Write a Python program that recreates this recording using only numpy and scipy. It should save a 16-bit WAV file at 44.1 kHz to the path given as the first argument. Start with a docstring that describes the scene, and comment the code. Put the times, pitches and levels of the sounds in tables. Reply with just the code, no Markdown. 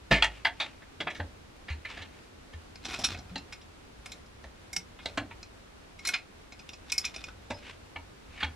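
"""A folding metal step stool clatters down, rattles and is climbed, thudding the floor of a walk-in closet. A
few low wooden knocks, as on a shelf, fall among the stool's clatter. Hangers click, knock and slide on the rod
above. Each contact is a blow and a brief noisy rattle that rings the stool's tubes or a hook; slides are
catching friction noise, thuds are low decaying notes. Feet and cloth rub the stool. The room is small and
damped by clothes; a low hum and hiss lie under it."""
import sys
import numpy as np
from scipy import signal
from scipy.fft import rfft, irfft, next_fast_len
from scipy.io import wavfile
from scipy.ndimage import uniform_filter1d, map_coordinates

SR = 44100
rng = np.random.default_rng(int(sys.argv[2]) if len(sys.argv) > 2 else 0)


def transcribe(u):
    """Save the signal u as a 16-bit wav file named by the first command-line argument.

    u: samples, shape (n,) or (channels, n), limited to [-1, 1]; the rate is SR.
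    q: integer samples, one column per channel.
    """
    v = np.clip(np.atleast_2d(u).T, -1, 1)
    q = np.round(v * 32767).astype(np.int16)
    wavfile.write(sys.argv[1], SR, q)


N = 377055
HIT_SAMPLES = 16384  # one contact with its room tail

# The modes of hook and rod. Each row: frequency in Hz, width in Hz, level in dB.
HOOK_MODES = [(744, 58, 9), (1464, 170, 3), (2170, 42, 5.5), (2500, 99, 9), (3630, 275, 4.5),
              (4120, 51, 13), (5057, 260, 7.5), (5625, 132, 11), (6240, 720, -4.5), (7330, 230, 5.5),
              (7800, 660, -8), (9940, 690, 3)]


def stool_and_shelf():
    """Blows ring the stool's metal tubes and treads and shake its loose joints; a few low wooden knocks, as on
    a shelf, sound through the same modes."""
    # Each row: start in seconds, clack peak in dB, then weight, edge and hollow knock in dB against
    # the clack, rattle t60 in seconds, favoured mode in Hz.
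    contacts = [(.1095, -17, -6.5, -19, -5, 0.087, 2620), (.1232, -20, -34, -12, -14, 0.075, 2470),
                (.1374, -23, -15, -18, -14, 0.21, 2210), (.2223, -15.5, -29, -14.5, -11, 0.041, 3150),
                (.2374, -21, -34, -11, -9.5, 0.06, 1896), (.448, -16.5, -35, -22, -10.5, 0.077, 1750),
                (.4654, -24.5, -25, -23, -10, 0.049, 1660), (.599, -28, -25, -13.5, -7, 0.12, 3700),
                (.8183, -50, -14, -28, -6, 0.06, 1650), (1.0025, -30.5, -5, -16, -14, 0.064, 3100),
                (1.069, -29.5, -10.5, -32, -1.5, 0.084, 2340), (1.1004, -37, -33, -14, -26, .08, 2360),
                (1.1468, -39.5, -28, -12, -30, 0.18, 1760), (1.1967, -32.5, -4.5, -35, -2.5, 0.068, 1820),
                (1.682, -35, -15, -25, -14.5, 0.12, 2220), (1.6982, -40, -22, -13, -30, .17, 2760),
                (1.8488, -32.5, -31, -23, -17.5, 0.076, 2190), (1.8996, -40, -28, -10, -9, 0.03, 2180),
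                (1.9678, -39.5, -8, -19, -10, 0.19, 1720), (2.0179, -42.5, -6, -12, -15, .068, 3440),
                (2.5311, -47, -20, -14, -7, 0.07, 1790), (3.3563, -37, -0.5, -8, -0.5, 0.036, 4150),
                (4.4383, -47, -5, -11, -1, 0.044, 1440), (5.0568, -34, -7, -3.5, -2, 0.034, 3700),
                (5.1731, -28, -2, -12.5, -2, 0.036, 1590), (5.3068, -43, -23, -41, -4.5, 0.07, 2280),
                (7.502, -36, 2, -8.5, 3, 0.083, 2520), (7.9583, -34, -17, -34, -5.5, 0.046, 2290),
                (8.3729, -42.5, -31, -21, -15, .13, 2210), (8.4021, -32.5, -31, -19, -19, .2, 1580),
                (8.4282, -26, -13, -24, -4, 0.029, 3430), (8.4424, -30.5, -29, -17, -17, 0.026, 2170)]
    # Tubes and treads. Each row: frequency in Hz, width in Hz, level in dB.
    frame_modes = [(274.4, 13.3, -2.5), (584, 17.6, 4.5), (684, 153, -3), (896.4, 53, 7.5),
                   (1280, 290, -16), (1660, 183, 3), (1770, 117, 4), (1956, 180, 4), (2210, 330, -1.5),
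                   (2490, 84, 4.5), (2792, 144, 1), (3303, 154, 6.5), (3700, 260, 3.5), (4150, 310, 7.5),
                   (4710, 420, -0.5), (5970, 1130, 1.5)]
    # How each register, clack to air, answers a blow. Each row: offset in dB, shares of weight, edge, knock.
    voicing = [(0, 0.0064, 0.0026, 0), (0.5, 1, 0.012, 0.024), (0, 0.017, 0, 1), (-5.5, 0.031, 0.23, 0.052),
               (0, 0.057, 0.95, 0.016), (-19.5, 0, 0.75, 0)]
    return knocks(contacts, frame_modes, voicing, rise_s=0.002)


def hanger_clicks():
    """Wire hooks strike the rod: a dry tick and a bright metal ring."""
    # Each row: start in seconds, clack peak in dB, then weight, edge and dry tick in dB against
    # the clack, rattle t60 in seconds, favoured mode in Hz.
    contacts = [(2.7554, -49.5, -4, 3.5, -19, 0.025, 5270), (2.848, -46, 0, 8, -9, 0.043, 3630),
                (2.9124, -41.5, -12, -16, -12, 0.11, 2030), (2.9396, -34, -18, -10, -20.5, 0.046, 2170),
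                (2.9866, -45, 7, 7, -4, 0.15, 5400), (3.041, -29.5, -18, 7, -6.5, 0.073, 3700),
                (3.1448, -38, -2.5, -15, -35, .027, 2150), (3.1867, -54, 11, 7, -18, 0.028, 5520),
                (3.2928, -55, 1, -7, -21, 0.062, 1410), (3.3777, -50, -7, 4, -18, .029, 4230),
                (3.5233, -40, -20, -4, -17, 0.059, 2060), (3.6127, -59.5, -4, 1, -17, .04, 3610),
                (4.0579, -39.5, -19, -7.5, -11.5, 0.03, 1930), (4.095, -60, -10, 4, -10, .025, 5500),
                (4.1177, -44.5, -23, 1.5, -7.5, .032, 3700), (4.26, -63, -16, 1.5, -10, 0.032, 5200),
                (4.7295, -40.5, -19, 2.5, -3, 0.033, 2160), (4.7628, -30, -22, 6, -8.5, 0.024, 5880),
                (4.9873, -46.5, -6, -28, -40, .082, 1700), (5.4282, -49, -10, 6, -18.5, 0.021, 4700),
                (5.9893, -43.5, -32, -6.5, -19, .043, 2180), (6.0502, -34.5, -38, -1.5, -8, 0.053, 4000),
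                (6.0699, -29.5, -24, 1.5, -2, 0.074, 2170), (6.0879, -26.5, -32, -5, -7, 0.018, 2200),
                (6.1355, -23.5, -29, -7.5, -30, 0.059, 2670), (6.1482, -28, -36, -30, -33, 0.062, 2640),
                (6.5207, -45, -12, -5.5, -21, .044, 2260), (6.5906, -48.5, -15, -0.5, -23, 0.07, 2400),
                (6.6897, -45.5, -11, -1, -13, 0.024, 3760), (6.7313, -48.5, -5, 1.5, -20.5, 0.039, 5200),
                (6.8981, -41.5, -36, -1, -23, .025, 3700), (6.919, -27, -38, 2.5, -6.5, 0.026, 2500),
                (6.9796, -33, -30, 14.5, -1.5, 0.022, 5260), (7.0409, -36, -33, -10, -32, 0.1, 3700),
                (7.049, -31, -29, 4, -13, .04, 2430), (7.1407, -44, -14, -5, -17, 0.041, 4400),
                (7.1607, -38, -10, 0, -17, 0.02, 2470), (7.239, -36.5, -25, -4.5, -19, 0.025, 2460),
                (7.2821, -44, -3, -11, -21, .029, 1480)]
    # The registers, clack to air. 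Each row: offset in dB, shares of weight, edge, tick.
    voicing = [(0, 0.0039, 0, 0.0077), (0, 0.97, 0.13, 0.086), (-4.5, .6, 0, 0.016), (-6, 0.084, 0.15, 0),
               (0.5, 0.013, 1, 0.0083), (0, 0, 0.015, 1)]
    return knocks(contacts, HOOK_MODES, voicing, rise_s=0.0022)


def knocks(contacts, modes, voicing, rise_s, bare_db=-6.0, right_db=0.5):
    """Each contact is a blow and a short uneven rattle, heard both bare and through the object's modes."""
    # Register centres in Hz: clack, body, knock, clink, edge, air, then the range's bottom and top.
    register_hz = [2000, 240, 800, 3800, 5500, 9500, 90, 15000]
    # The scoop between an object's body and its ring. Each row: frequency in Hz, gain in dB.
    scoop = [(300, -5.5), (450, -12), (550, -4)]
    t, hz = np.arange(HIT_SAMPLES) / SR, np.fft.rfftfreq(HIT_SAMPLES, 1 / SR)
    order, log_centres = np.argsort(register_hz), np.log(np.sort(register_hz))
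    bands = [np.interp(np.log(hz + 1), log_centres, order == k) * amp(along(scoop, hz)) for k in range(6)]
    mode_hz = np.array(modes)[:, 0]
    out, lead = np.zeros((2, N + HIT_SAMPLES)), 64  # lead: samples kept ahead of the attack
    for start, peak_db, *touch_db, rattle_t60, favoured_hz in contacts:
        chatter_db = 2.7 * np.repeat(rng.standard_normal(HIT_SAMPLES // 64), 64)  # loose joints
        rattle = amp(chatter_db - 60 * t / rattle_t60)
        blow = 0.67 * amp(-60 * t / 0.0034)
        force = rng.standard_normal(HIT_SAMPLES) * (blow + rattle) * (1 - np.exp(-t / rise_s))
        # The place of the blow favours one mode; near the clink register it lifts that too.
        mode_db = 9 * np.exp(-(np.log(mode_hz / favoured_hz) / 0.079) ** 2)
        mode_db += 2.95 * rng.standard_normal(len(modes))
        register_db = np.array(voicing) @ [1, *touch_db]
        register_db[3] += 10.5 * np.exp(-(np.log2(favoured_hz / register_hz[3]) / 0.33) ** 2)
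        spectrum = rfft(force) * (amp(bare_db) + resonances(modes, hz, mode_db)) * closet()
        hit = 0
        for band, db in zip(bands, register_db):
            part = irfft(spectrum * band)
            crest = np.sqrt(2 * uniform_filter1d(part[0] ** 2, size=256).max())
            hit += amp(peak_db + db) * part / crest
        out[:, round(start * SR) - lead:][:, :HIT_SAMPLES] += np.roll(hit, lead, axis=1)
    return out[:, :N] * amp([[-right_db / 2], [right_db / 2]])


def rod_rings(t60=0.19):
    """The struck rod sings on in thin, wavering notes."""
    # Each row: start in seconds, level in dB, pitch in Hz.
    rings = [(3.36, -45, 4210), (3.359, -41.5, 2720), (6.052, -41, 4120), (6.138, -39, 4120),
             (7.167, -49, 2560), (7.54, -45, 5100)]
    return tones([(*row, t60) for row in rings], rise_s=0.0021, waver_rad=1.6)


def floor_thuds(set_down_s=0.112, step_t60=0.27):
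    """The floor gives under each step and rings at one low note; setting the stool down rings three."""
    # Weight shifting on the floor. Each row: start in seconds, level in dB, pitch in Hz.
    steps = [(1.198, -28.5, 85.5), (1.703, -25, 75.5), (1.999, -37.5, 85.5), (2.541, -34, 79),
             (3.12, -34, 86), (3.31, -37.5, 181), (3.976, -42, 53), (4.452, -42.5, 57.5), (4.769, -45, 179),
             (5.054, -41.5, 75), (5.186, -35.5, 105.5), (5.19, -38.5, 302), (7.51, -40, 95.5),
             (7.967, -39, 81.5), (8.437, -28.5, 78)]
    set_down = [(set_down_s, -25, 53, 0.6), (set_down_s, -21.5, 136, 0.16), (set_down_s, -27, 198, 0.236)]
    return tones(set_down + [(*row, step_t60) for row in steps], rise_s=0.0058, waver_rad=0)


def hanger_slides(flare_db=4):
    """Hooks dragged on the rod catch and slip, each mode flaring at its own moments."""
    # Each row: start in seconds, length in seconds, level in dB.
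    drags = [(2.86, 0.26, -41.5), (5.03, 0.074, -54.5), (6.045, .11, -49), (6.88, 0.39, -56),
             (7.56, 0.043, -57)]
    # The colour of the scrape. Each row: frequency in Hz, level in dB.
    colour = [(120, -37), (200, -9), (310, -1), (500, -13.5), (1000, -8), (2000, -10), (3500, -8.5),
              (6000, -17), (10000, -31), (15000, -43)]
    catches = amp(4 * wobble(350) + 2.5 * wobble(45))
    scrape = stereo_noise(colour, likeness=[(1000, 1.0), (9000, 0.81)]) * catches
    flares = sum(filtered(scrape * amp(flare_db * wobble(40)), lambda hz: resonances([mode], hz))
                 for mode in HOOK_MODES)
    return strokes(drags, rise_db_per_s=700, fall_db_per_s=232) * unit(2 * scrape + flares)


def shuffles():
    """Feet and cloth rub the stool in short, softly grained swishes."""
    # Each row: start in seconds, length in seconds, level in dB.
    rubs = [(.26, 0.14, -56.5), (.62, 0.051, -47), (1.91, 0.093, -47), (2.165, .01, -59), (7.68, .01, -45),
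            (8.325, 0.032, -58), (8.415, .01, -51)]
    # The colour of the rub. Each row: frequency in Hz, level in dB.
    colour = [(150, -40), (400, -4), (900, -6), (1500, -3), (2600, 3), (4500, -10.5), (8000, -21.5),
              (13000, -48)]
    friction = stereo_noise(colour, likeness=[(1000, 0.93)])
    grain = amp(3 * wobble(200) + 2 * wobble(30))
    return strokes(rubs, rise_db_per_s=235, fall_db_per_s=262) * unit(friction * grain)


def closet(wet_db=-6.5, left_lag_s=19e-6):
    """Stereo frequency response of the closet: direct sound from slightly right, then a short, damped tail."""
    # The treble dies first. Each row: frequency in Hz, t60 in seconds.
    decay = [(150, 0.44), (1000, 0.18), (4000, 0.13), (12000, 0.12)]
    # The tail is narrow in the bass, wide on top. Each row: frequency in Hz, side against middle in dB.
    width = [(100, -22.5), (300, -24), (1000, -33), (4000, -17), (10000, 3)]
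    hz, t, noise = signal.stft(rng.standard_normal((2, HIT_SAMPLES // 2)), SR, nperseg=128)
    noise[1] *= amp(along(width, hz))[:, None]
    fade = amp(-60 * t / along(decay, hz)[:, None])
    mid, side = signal.istft(noise * fade, SR, nperseg=128)[1][:, :HIT_SAMPLES // 2]
    impulse = amp(wet_db) * np.array([mid + side, mid - side]) / np.linalg.norm(mid)
    impulse[:, 0] += 1  # the direct sound
    phase = np.pi * left_lag_s * np.fft.rfftfreq(HIT_SAMPLES, 1 / SR)
    return rfft(impulse, HIT_SAMPLES) * np.exp(1j * np.array([-phase, phase]))


def floor_rumble():
    """The house hums unsteadily: noise through the low resonances of the joists."""
    # The rumble's swells. Each row: time in seconds, level in dB.
    swells = [(0.0, -60), (0.28, -52), (0.71, -71), (1.26, -52), (1.52, -64), (1.88, -53), (2.16, -63),
              (2.43, -70), (3.1, -46.5), (3.69, -62), (4.88, -60), (5.28, -52), (5.57, -72), (6.9, -63),
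              (7.38, -55.5), (7.79, -62.5), (8.55, -56)]
    # Each row: frequency in Hz, width in Hz, level in dB.
    joist_modes = [(53, 9.2, 2.5), (87.5, 59, -5)]
    gain = amp(np.interp(np.arange(N) / SR, *np.transpose(swells)))
    return gain * unit(filtered(rng.standard_normal(N), lambda hz: resonances(joist_modes, hz)))


def room_hiss(level_db=-52):
    """Room and microphone make a nearly steady bed of noise."""
    # Each row: frequency in Hz, relative level in dB.
    colour = [(12, -43.5), (20, -7), (93, -4.5), (116, -13.5), (270, -9), (356, -11), (468, -12),
              (599, -15.5), (1560, -18.5), (1700, -20), (2560, -22), (3370, -24.5), (3860, -25),
              (11600, -37.5), (14000, -48)]
    # The stereo image. Each row: frequency in Hz, left-right likeness from -1 to 1.
    likeness = [(60, 1), (130, 0.85), (290, -0.28), (640, -0.14), (1410, -0.16), (3100, -0.031),
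                (6820, -0.082), (15000, -0.59)]
    return amp(level_db + 0.53 * wobble(9.5)) * stereo_noise(colour, likeness)


def resonances(modes, hz, extra_db=None):
    """Response of an object's modes, alternating in sign; extra_db changes the strength of each."""
    extra_db = np.zeros(len(modes)) if extra_db is None else extra_db
    return sum((-1) ** k * amp(db + extra_db[k]) * 1j * hz * width / (centre**2 - hz**2 + 1j * hz * width)
               for k, (centre, width, db) in enumerate(modes))


def tones(notes, rise_s, waver_rad):
    """Soft-edged decaying sines. Each note: start in seconds, level in dB, pitch in Hz, t60 in seconds."""
    out, t = np.zeros(N + SR), np.arange(SR // 2) / SR
    drift = np.pad(waver_rad * wobble(120), (0, SR))
    for start, db, hz, t60 in notes:
        onset = round(start * SR)
        span = slice(onset, onset + len(t))
        envelope = amp(db - 60 * t / t60) * (1 - np.exp(-t / rise_s))
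        out[span] += envelope * np.sin(2 * np.pi * hz * t + drift[span])
    return out[:N]


def strokes(events, rise_db_per_s, fall_db_per_s):
    """Gain per sample: each stroke swells up to its start, holds for its length and fades."""
    t, gain = np.arange(N) / SR, 0
    for start, length, db in events:
        before, after = np.maximum(start - t, 0), np.maximum(t - start - length, 0)
        gain += amp(db - rise_db_per_s * before - fall_db_per_s * after)
    return gain


def stereo_noise(colour, likeness):
    """Coloured noise of rms 1; likeness sets how far left and right agree at each frequency."""
    def mid_and_side(hz):
        angle = np.arccos(np.clip(along(likeness, hz), -1, 1)) / 2
        return amp(along(colour, hz)) * [np.cos(angle), np.sin(angle)]
    mid, side = filtered(rng.standard_normal((2, N)), mid_and_side)
    return unit(np.array([mid + side, mid - side]))


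def filtered(x, response):
    """x through a complex response, given as a function of Hz."""
    size = next_fast_len(N + SR // 2)
    return irfft(rfft(x, size) * response(np.fft.rfftfreq(size, 1 / SR)), size)[..., :N]


def wobble(rate):
    """A smooth random curve, rate knots a second."""
    return map_coordinates(rng.standard_normal(int(N * rate / SR) + 4), [np.arange(N) * rate / SR])


def along(points, hz):
    """Interpolate (Hz, value) points on a log frequency axis."""
    knots, values = np.transpose(points)
    return np.interp(np.log(hz + 1), np.log(knots + 1), values)


def amp(db):
    return 10 ** (np.asarray(db) / 20)


def unit(x):
    return x / np.sqrt(np.mean(x ** 2) + 1e-20)


def scene():
    """Stool and hangers in front, thuds and rubbing around them, room tone underneath."""
    impacts = stool_and_shelf() + hanger_clicks() + rod_rings() + floor_thuds()
    return impacts + hanger_slides() + shuffles() + floor_rumble() + room_hiss()


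def record(dry, top_hz=15700):
    """The camera keeps nothing above its band limit."""
    return filtered(dry, lambda hz: hz < top_hz)


dry = scene()
out = record(dry)
transcribe(out)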